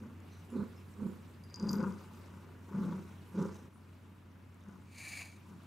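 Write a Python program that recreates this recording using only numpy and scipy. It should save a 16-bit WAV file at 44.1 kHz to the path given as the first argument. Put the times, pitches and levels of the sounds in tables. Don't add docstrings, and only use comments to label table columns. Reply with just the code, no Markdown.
import sys
import numpy as np
from scipy import signal
from scipy.fft import rfft, irfft, next_fast_len
from scipy.io import wavfile
from scipy.ndimage import uniform_filter1d

SR = 44100
rng = np.random.default_rng(int(sys.argv[2]) if len(sys.argv) > 2 else 0)


def volts_from_decibels(level):
    exponent = np.asarray(level, float) / 20
    return 10 ** exponent


def transcribe(signal):
    frames = np.atleast_2d(signal).T
    limited = np.clip(frames, -1, 1)
    pcm = np.round(limited * 32767).astype(np.int16)
    wavfile.write(sys.argv[1], SR, pcm)


N = 249605
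CUT_S, CUT_DROP_DB = 3.692, -3


def rms_one(x):
    return x / np.sqrt(np.mean(x ** 2) + 1e-20)


def in_time(rows):
    s, *columns = np.transpose(rows)
    t = np.arange(N) / SR
    return [uniform_filter1d(np.interp(t, s, column), size=260) for column in columns]


def at_hz(points, hz):
    point_hz, value = np.transpose(points)
    return np.interp(np.log(hz), np.log(point_hz), value)


def drift(rate):
    r = np.exp(-80 * np.pi * rate / SR)
    chance = rng.standard_normal(N // 40 + 2002)
    slow = rms_one(signal.lfilter([1], [1, -2 * r, r * r], chance)[2000:])
    return np.interp(np.arange(N) / 40, np.arange(len(slow)), slow)


def resonate(x, modes):
    out = 0
    for k, (hz, width, db) in enumerate(modes):
        r = np.exp(-np.pi * width / SR)
        b = [(1 - r * r) / 2, 0, (r * r - 1) / 2]
        a = [1, -2 * r * np.cos(2 * np.pi * hz / SR), r * r]
        twice = signal.lfilter(b, a, signal.lfilter(b, a, x))
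        out = out + (-1) ** k * volts_from_decibels(db) * twice
    return rms_one(out)


def strike(times, db, hz, t60):
    clicks = np.full(N, 1e-18)
    clicks[(np.asarray(times) * SR).astype(int)] = volts_from_decibels(db)
    r = volts_from_decibels(-60 / (t60 * SR))
    w = 2 * np.pi * hz / SR
    return signal.lfilter([0, np.sin(w)], [1, -2 * r * np.cos(w), r * r], clicks)


def peak_db(start, hold, db, rise, fall):
    t = np.arange(N) / SR
    below = np.maximum(rise * (start - t), fall * (t - start - hold))
    return db - np.maximum(0, below)


def lean(x, db):
    return np.array([x * volts_from_decibels(db / 2), x * volts_from_decibels(-db / 2)])


# (frequency [Hz], likeness [0-1])
LIKENESS = [(60, 0.89), (180, 0.94), (550, 0.45), (1650, 0.57), (4970, 0.62), (15000, 0.97)]


def banded_noise(spectrum, patchy_db, closeness):
    out, together = 0, drift(6.7)
    low_hz, high_hz = spectrum[0][0], 1.12 * spectrum[-1][0]
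    edges = np.geomspace(low_hz, high_hz, int(3 * np.log2(high_hz / low_hz)) + 2)
    white = rng.standard_normal((2, 2, N))
    for k, (low, high) in enumerate(zip(edges, edges[1:])):
        band = signal.butter(2, [low, high], "band", fs=SR, output="sos")
        mid, side = signal.sosfilt(band, white[k % 2])
        hz = np.sqrt(low * high)
        alike = np.clip(at_hz(LIKENESS, hz) + closeness, 0, .99)
        flicker_db = patchy_db * (0.52 * together + drift(24.6))
        gain = volts_from_decibels(at_hz(spectrum, hz) + flicker_db)
        out = out + gain * (np.sqrt(1 + alike) * mid + np.sqrt(1 - alike) * side * [[1], [-1]])
    return rms_one(out)


# (frequency [Hz], level [dB per Hz])
ROOM = [(15, -74), (25, -24), (37, -30), (62, -8), (96, 1.5), (140, 0), (227, 1), (538, -18), (805, -20.5),
        (1540, -19), (1810, -25), (2240, -21), (4050, -40), (12900, -40), (15600, -41)]


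def room_noise():
    return volts_from_decibels(-55.5) * banded_noise(ROOM, patchy_db=0.54, closeness=0.023)


def hum():
    level = np.sqrt(2) * volts_from_decibels(-54.5 + 0.16 * drift(21.0))
    return level * np.sin(2 * np.pi * 92.1 * np.arange(N) / SR + 0.14 * drift(1.7))


def tiled_room(x):
    t60_s, wall_cut_hz = 0.4, 1700
    size = next_fast_len(N + SR)
    turn = -2j * np.pi * np.arange(size // 2 + 1) / size
    dull = np.exp(-2 * np.pi * wall_cut_hz / SR)
    wall = (1 - dull) / (1 - dull * np.exp(turn))
    sides = np.zeros((2, len(turn)), complex)
    lags = (rng.uniform(0.014, 0.044, size=10) * SR).astype(int)
    for k, lag in enumerate(lags):
        loop = volts_from_decibels(-60 * lag / SR / t60_s) * wall * np.exp(turn * lag)
        sides[k % 2] += (-1) ** (k // 2) * loop / (1 - loop)
    return irfft(sides * rfft(x, size), size)[:, :N]


# (frequency [Hz], level [dB per Hz])
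RUSTLE = [(350, -46), (600, -4), (756, -5.5), (990, -6.5), (1650, -14.5), (2180, -11.5), (2450, -11.5),
          (6000, -25), (7800, -44), (13200, -120)]


def rustling(fur_db):
    level_db = -68.5 + 0.68 * (fur_db - fur_db.mean())
    return volts_from_decibels(level_db) * banded_noise(RUSTLE, patchy_db=3.0, closeness=0.029)


# (time [s], vigour [dB])
STROKE = [(0, -82), (.47, -73), (.85, -77), (1.07, -73), (1.5, -82), (1.78, -71.5), (2, -73.5),
          (2.3, -73.5), (2.58, -81.5), (2.83, -70.5), (3.25, -77), (3.45, -72.5), (3.75, -78.5),
          (4.3, -85.5), (4.6, -83.5), (5, -78.5), (5.66, -77.5)]


def stroking():
    return in_time(STROKE)[0]


# (frequency [Hz], level [dB per Hz])
FUR = [(1760, -16), (3000, -25.5), (4320, -8.5), (4760, -13), (5200, -19.5), (7050, -13), (15600, -21)]


def rubbing(fur_db):
    return volts_from_decibels(fur_db + 1.0) * banded_noise(FUR, patchy_db=2.4, closeness=.04)


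# (time [s], length [s], frequency [Hz], width [Hz], level [dB])
BRUSHES = [
    (0.309, 0.15, 4000, 700, -66.5),
    (0.318, 0.14, 6000, 700, -68),
    (0.499, 0.18, 7200, 700, -71.5),
    (.5, 0.043, 10340, 600, -66),
    (0.555, 0.15, 4000, 700, -66),
    (0.76, 0.071, 5250, 305, -66.5),
    (1.065, 0.092, 7200, 600, -70),
    (3.278, 0.091, 11500, 716, -71),
    (3.73, 0.1, 9700, 790, -70),
]


def brushes():
    out, t = 0, np.arange(N) / SR
    for s, length, hz, width, db in BRUSHES:
        onset = (t - s) / 0.0052
        taper = 0.58 * (s + length - t) / length
        stroke = np.clip(np.minimum(onset, taper), 0, 1)
        out = out + volts_from_decibels(db) * stroke * resonate(rng.standard_normal(N), [(hz, width, 0)])
    return out


# (time [s], peak level [dB], frequency [Hz])
TICKS = [(0.203, -58, 7010), (0.315, -66, 5870), (0.3994, -66, 6010), (0.503, -57, 7210),
         (0.939, -58, 5640), (1.3124, -59, 8100), (2.135, -58, 7120), (2.2594, -59, 5700),
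         (3.4056, -52, 7500), (3.426, -50, 5900), (3.545, -52, 6230), (3.8794, -94, 6120),
         (4.544, -60, 7540), (4.6059, -63, 6540), (4.6379, -61, 6140), (4.686, -60, 6470),
         (4.712, -67.5, 6430), (5.6345, -56.5, 9220)]


def ticks():
    out = 0
    for s, db, hz in TICKS:
        out = out + strike([s], db, hz, 39.0 / hz)
        out = out + strike([s + 0.0021], db - 3.0, 1.5 * hz, 20.0 / hz)
    return out


# (time [s], peak level [dB], click level [dB], high ring level [dB])
JINGLE = [(1.4376, -56.5, -9, -5.5), (1.499, -59, -37, -27), (1.5074, -62, -7, -30),
          (1.5424, -39.5, -6, -30), (1.5594, -57.5, 11, -38), (1.598, -44, -5, -42),
          (1.6267, -47.5, -9, -38), (1.6691, -52, -18, -39), (1.6874, -46, -6, -15),
          (1.6921, -31, -13, -36), (1.6964, -59, 9, -36), (1.7094, -52.5, -4, 3), (1.7143, -66, 19, -17),
          (1.731, -39.5, 0, -14), (1.7548, -46, -18, -11), (1.7842, -50, -18, -21), (1.8057, -52, -23, -21),
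          (1.8278, -51, -8, -27), (1.923, -57, -2, -27), (1.988, -62, -16, -20), (2.012, -64, -12, -20),
          (2.03, -63, -8, -20), (2.148, -64, -12, -20), (2.172, -64, -9, -20)]
# (frequency [Hz], level [dB], share of the ring time [ratio])
BELL_LOW = [(4865, -7, 1.0), (4915, -4, 0.22), (4735, -9, .2), (4790, -22, 3)]
# (frequency [Hz], width [Hz], level [dB])
BELL_CLICK = [(5200, 1140, 13), (6600, 1100, 8), (8400, 1800, -4)]


def bell():
    rolls_s, muffled_s = 1.69, 1.785
    t60_s, rolled_t60_s = 0.18, 0.057
    high_modes = [(11200, -5, -12), (11980, -14, -1.5)]
    low, splash = 0, np.zeros(N)
    for s, db, click_db, _ in JINGLE:
        t60 = t60_s if s < rolls_s else rolled_t60_s
        for hz, mode_db, share in BELL_LOW:
            low = low + strike([s], db + mode_db - 0.5, hz, max(share * t60, .01))
        splash[int(s * SR)] = volts_from_decibels(db + click_db)
        splash[int((s + .005) * SR)] = volts_from_decibels(db + click_db - 16.0)
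    s, db, _, high_db = np.transpose(JINGLE)
    high = 0
    for hz, loss_db, rolled_loss_db in high_modes:
        mode_db = high_db + np.where(s < rolls_s, loss_db, rolled_loss_db)
        high = high + strike(s, db + mode_db, hz, 0.1)
    free = np.clip((muffled_s + 0.026 - np.arange(N) / SR) / 0.036, 0, 1)
    shell = resonate(splash + 1e-18, BELL_CLICK)
    shell = volts_from_decibels(9.5) * shell * splash.max() / np.abs(shell).max()
    band = signal.butter(4, [4350, 13000], "band", fs=SR, output="sos")
    return signal.sosfilt(band, low + free * high + shell)


# (time [s], level [dB])
HUFF = [
    (4.8, -95),
    (4.86, -77),
    (4.955, -61),
    (4.99, -52),
    (5.1, -48),
    (5.225, -50),
    (5.255, -55.5),
    (5.37, -68),
    (5.5, -103),
]
# (frequency [Hz], width [Hz], level [dB])
NOSE = [(574, 650, -10.5), (1150, 350, -13), (1850, 570, -3.5), (2297, 216, 8.5), (2585, 460, -0.5)]
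# (frequency [Hz], width [Hz], level [dB])
NOSE_UPPER = [(4420, 1270, 2.5), (6050, 2100, -19), (6460, 1740, 1), (9400, 1760, -3), (11800, 1600, -12.5),
              (14600, 3000, -15.5)]


def huff():
    upper_db = -4
    level_db = in_time(HUFF)[0] + 1.5 * drift(29.0)
    low = resonate(volts_from_decibels(1.6 * drift(56.0)) * rng.standard_normal(N), NOSE)
    upper = resonate(volts_from_decibels(1.0 * drift(40.0)) * rng.standard_normal(N), NOSE_UPPER)
    apart = resonate(volts_from_decibels(1.0 * drift(40.0)) * rng.standard_normal(N), NOSE_UPPER)
    both = lean(low + volts_from_decibels(upper_db) * upper, 1.0)
    return volts_from_decibels(level_db) * (both + volts_from_decibels(upper_db - 17.0) * apart * [[1], [-1]])


# (peak time [s], level [dB], rise [dB per s], fall [dB per s])
SNUFFLES = [
    (0, -73, 43, 87),
    (.82, -76, 50, 148),
    (1.74, -64, 73, 51),
    (2.3, -77, 22, 39),
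    (2.85, -70, 41, 26),
    (3.42, -61.5, 138, 97),
    (3.554, -64, 150, 132),
    (4.72, -79.5, 30, 33.5),
    (5.5, -77, 80, 90),
]
# (frequency [Hz], width [Hz], level [dB])
NOSTRIL = [(5730, 3000, -1), (7500, 2700, -32), (4000, 920, -5.5)]


def nostrils(place):
    levels = [peak_db(s, 0, db, rise, fall) for s, db, rise, fall in SNUFFLES]
    hiss_db = np.max(levels, axis=0).clip(-90)
    pulsed = 1 + .5 * np.cos(2 * np.pi * (place - .95))
    gusts = volts_from_decibels(1.1 * drift(60.0))
    return volts_from_decibels(hiss_db - 2.5) * resonate(pulsed * gusts * rng.standard_normal(N), NOSTRIL)


# (time [s], muzzle turned left [dB])
HEAD = [
    (0, 1),
    (.45, 2),
    (.62, -6),
    (1.12, -6),
    (1.3, -5),
    (1.75, 4.5),
    (3.1, 1.5),
    (3.49, -1.5),
    (3.8, 5),
]


def head_turn():
    return in_time(HEAD)[0]


# (first pulse [s], hold [s], effort [dB], flutter [Hz], release [dB per s])
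BURSTS = [
    (-.008, 0.056, -48, 214.2, 191),
    (0.523, 0.099, -35, 223.6, 524),
    (.99, 0.091, -38, 208.5, 302),
    (1.598, 0.28, -33, 202.7, 217),
    (2.1, 0.26, -65.5, 190, 77),
    (2.715, 0.22, -34, 189.4, 201),
    (3.35, 0.067, -30, 196.5, 220),
    (4.65, 0.031, -48, 186.4, 164),
    (5.487, 0.034, -48.5, 190, 230),
    (5.626, .05, -59, 178, 200),
]


def purr_cycles():
    cycle_hz, cycle_s = 30, .0333
    start, hold = np.transpose(BURSTS)[:2]
    first = start + 0.0013
    last = first + cycle_s * np.ceil(hold / cycle_s)
    beats = np.ravel([first, last], "F")
    whole = np.maximum(np.round(np.diff(beats) * cycle_hz), 1)
    done = np.cumsum(np.r_[0, whole])
    cycles = np.interp(np.arange(N) / SR, beats, done) + .7 + 0.046 * drift(9.96)
    cycles = np.maximum.accumulate(np.maximum(cycles, 0))
    return cycles.astype(int), cycles % 1


def breathing():
    attack_db_per_s, sag_hz_per_s = 610, 49
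    t = np.arange(N) / SR
    effort = volts_from_decibels(-68.5 + 1.5 * drift(3.8))
    for s, hold, db, _, fall in BURSTS:
        swell_db = -15 * np.clip(1 - (t - s) / 0.03, 0, 1)
        effort = effort + volts_from_decibels(peak_db(s, hold, db, attack_db_per_s, fall) + swell_db)
        effort = effort + volts_from_decibels(peak_db(s, hold, db - 20, attack_db_per_s, 57.5))
    s, hold, _, hz, _ = np.transpose(BURSTS)
    ends_s = np.ravel([s, s + hold], "F")
    ends_hz = np.ravel([hz, hz - sag_hz_per_s * hold], "F")
    return uniform_filter1d(20 * np.log10(effort), size=260), np.interp(t, ends_s, ends_hz)


# (time [s], overtone change [dB], rasp change [dB])
MOUTH = [(.6, 0.5, -2.5), (1.05, 0, -5.5), (1.72, 0.0, 0), (1.835, 4, 8), (1.9, -2, -1.5), (2.3, 2, 1),
         (2.69, 3, 3.5), (2.75, -4, -1), (3.36, -0.5, -1.5), (3.44, 6, 5.5), (3.56, 5, 0),
         (3.75, -4.5, -3.5), (5.66, -11, -4)]
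# (frequency [Hz], width [Hz], level [dB])
THROAT = [(870, 61, -1), (963, 82, 1), (1145, 310, -3), (1464, 230, -5), (1620, 930, -21)]


def purr(cycle, place, muzzle_db):
    effort_db, flutter_hz = breathing()
    breathier_db = 0.51 * (-35 - effort_db)
    overtone_db, rasp_db = in_time(MOUTH)
    overtone_db = overtone_db - 13 + .5 * breathier_db
    rasp_db = rasp_db - 19.5 + breathier_db

    luck = rng.standard_normal((cycle[-1] + 1, 2))[cycle]
    turns = np.cumsum(flutter_hz * (1 + 0.025 * drift(33.7) + 0.025 * luck[:, 0])) / SR
    start = np.r_[0, np.flatnonzero(np.diff(cycle)) + 1]
    phase = 2 * np.pi * (turns - turns[start][cycle - cycle[0]])
    steady = .7 + np.maximum(flutter_hz - 200, 0) / 30
    swell = (steady + np.sin(np.pi * place ** 1.8) ** 2) / (steady + .4)
    swell = swell * volts_from_decibels(.6 * luck[:, 1] + 1.0 * drift(110.0))

    tone = resonate(swell * np.sin(phase), [(183, 380, 0.0)])
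    tone = signal.sosfilt(signal.butter(2, 150, "high", fs=SR, output="sos"), tone)
    chest = resonate(swell * rng.standard_normal(N), [(190, 168, 0.0)])
    heave = resonate(swell * rng.standard_normal(N), [(46, 7.5, -12.0), (144.8, 22.4, 0.0)])
    breathy_octave = np.cos(2 * phase + 1.65) + 15.7 * rng.standard_normal(N)
    overtone = resonate(swell * breathy_octave, [(330.6, 42, 7.5), (394.6, 88, 3.5), (515.3, 84, 1.0)])
    flaps = np.exp(1.4 * np.cos(phase + 1.0))
    choke = .6 + np.exp(1.6 * (np.cos(2 * np.pi * (place - .98)) - 1))
    rasp = resonate(flaps * choke * volts_from_decibels(1.0 * drift(150.0)) * rng.standard_normal(N), THROAT)

    chest_side = volts_from_decibels(effort_db) * (0.85 * tone + 0.17 * chest + 0.09 * heave / steady)
    muzzle_side = volts_from_decibels(effort_db) * (volts_from_decibels(overtone_db) * overtone + volts_from_decibels(np.minimum(rasp_db, -2)) * rasp)
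    chest_db = -0.8 + 0.63 * muzzle_db
    return lean(chest_side, chest_db) + lean(muzzle_side, muzzle_db)


def scene():
    behind = room_noise() + hum()
    behind = behind * volts_from_decibels(CUT_DROP_DB * (np.arange(N) > CUT_S * SR))
    fur_db = stroking()
    hand = rubbing(fur_db) + rustling(fur_db)
    cycle, place = purr_cycles()
    cat = purr(cycle, place, head_turn()) + lean(nostrils(place), 0.63) + huff()
    cat = cat + lean(bell(), 3.4) + lean(ticks() + brushes(), 0.19)
    thin = signal.sosfilt(signal.butter(1, 350, "high", fs=SR, output="sos"), cat.mean(0))
    return cat + volts_from_decibels(-15.5) * tiled_room(thin) + hand + behind


def band_limit(x):
    return signal.sosfilt(signal.butter(12, 15710, fs=SR, output="sos"), x)


def record(dry):
    since = np.arange(N) / SR - CUT_S
    join = 1 - .5 * np.exp(-np.maximum(since / 0.06, -since / 0.006))
    top = signal.ellip(12, .5, 70, 15680, fs=SR, output="sos")
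    return band_limit(signal.sosfilt(top, dry * join))


dry = scene()
out = record(dry)
transcribe(out)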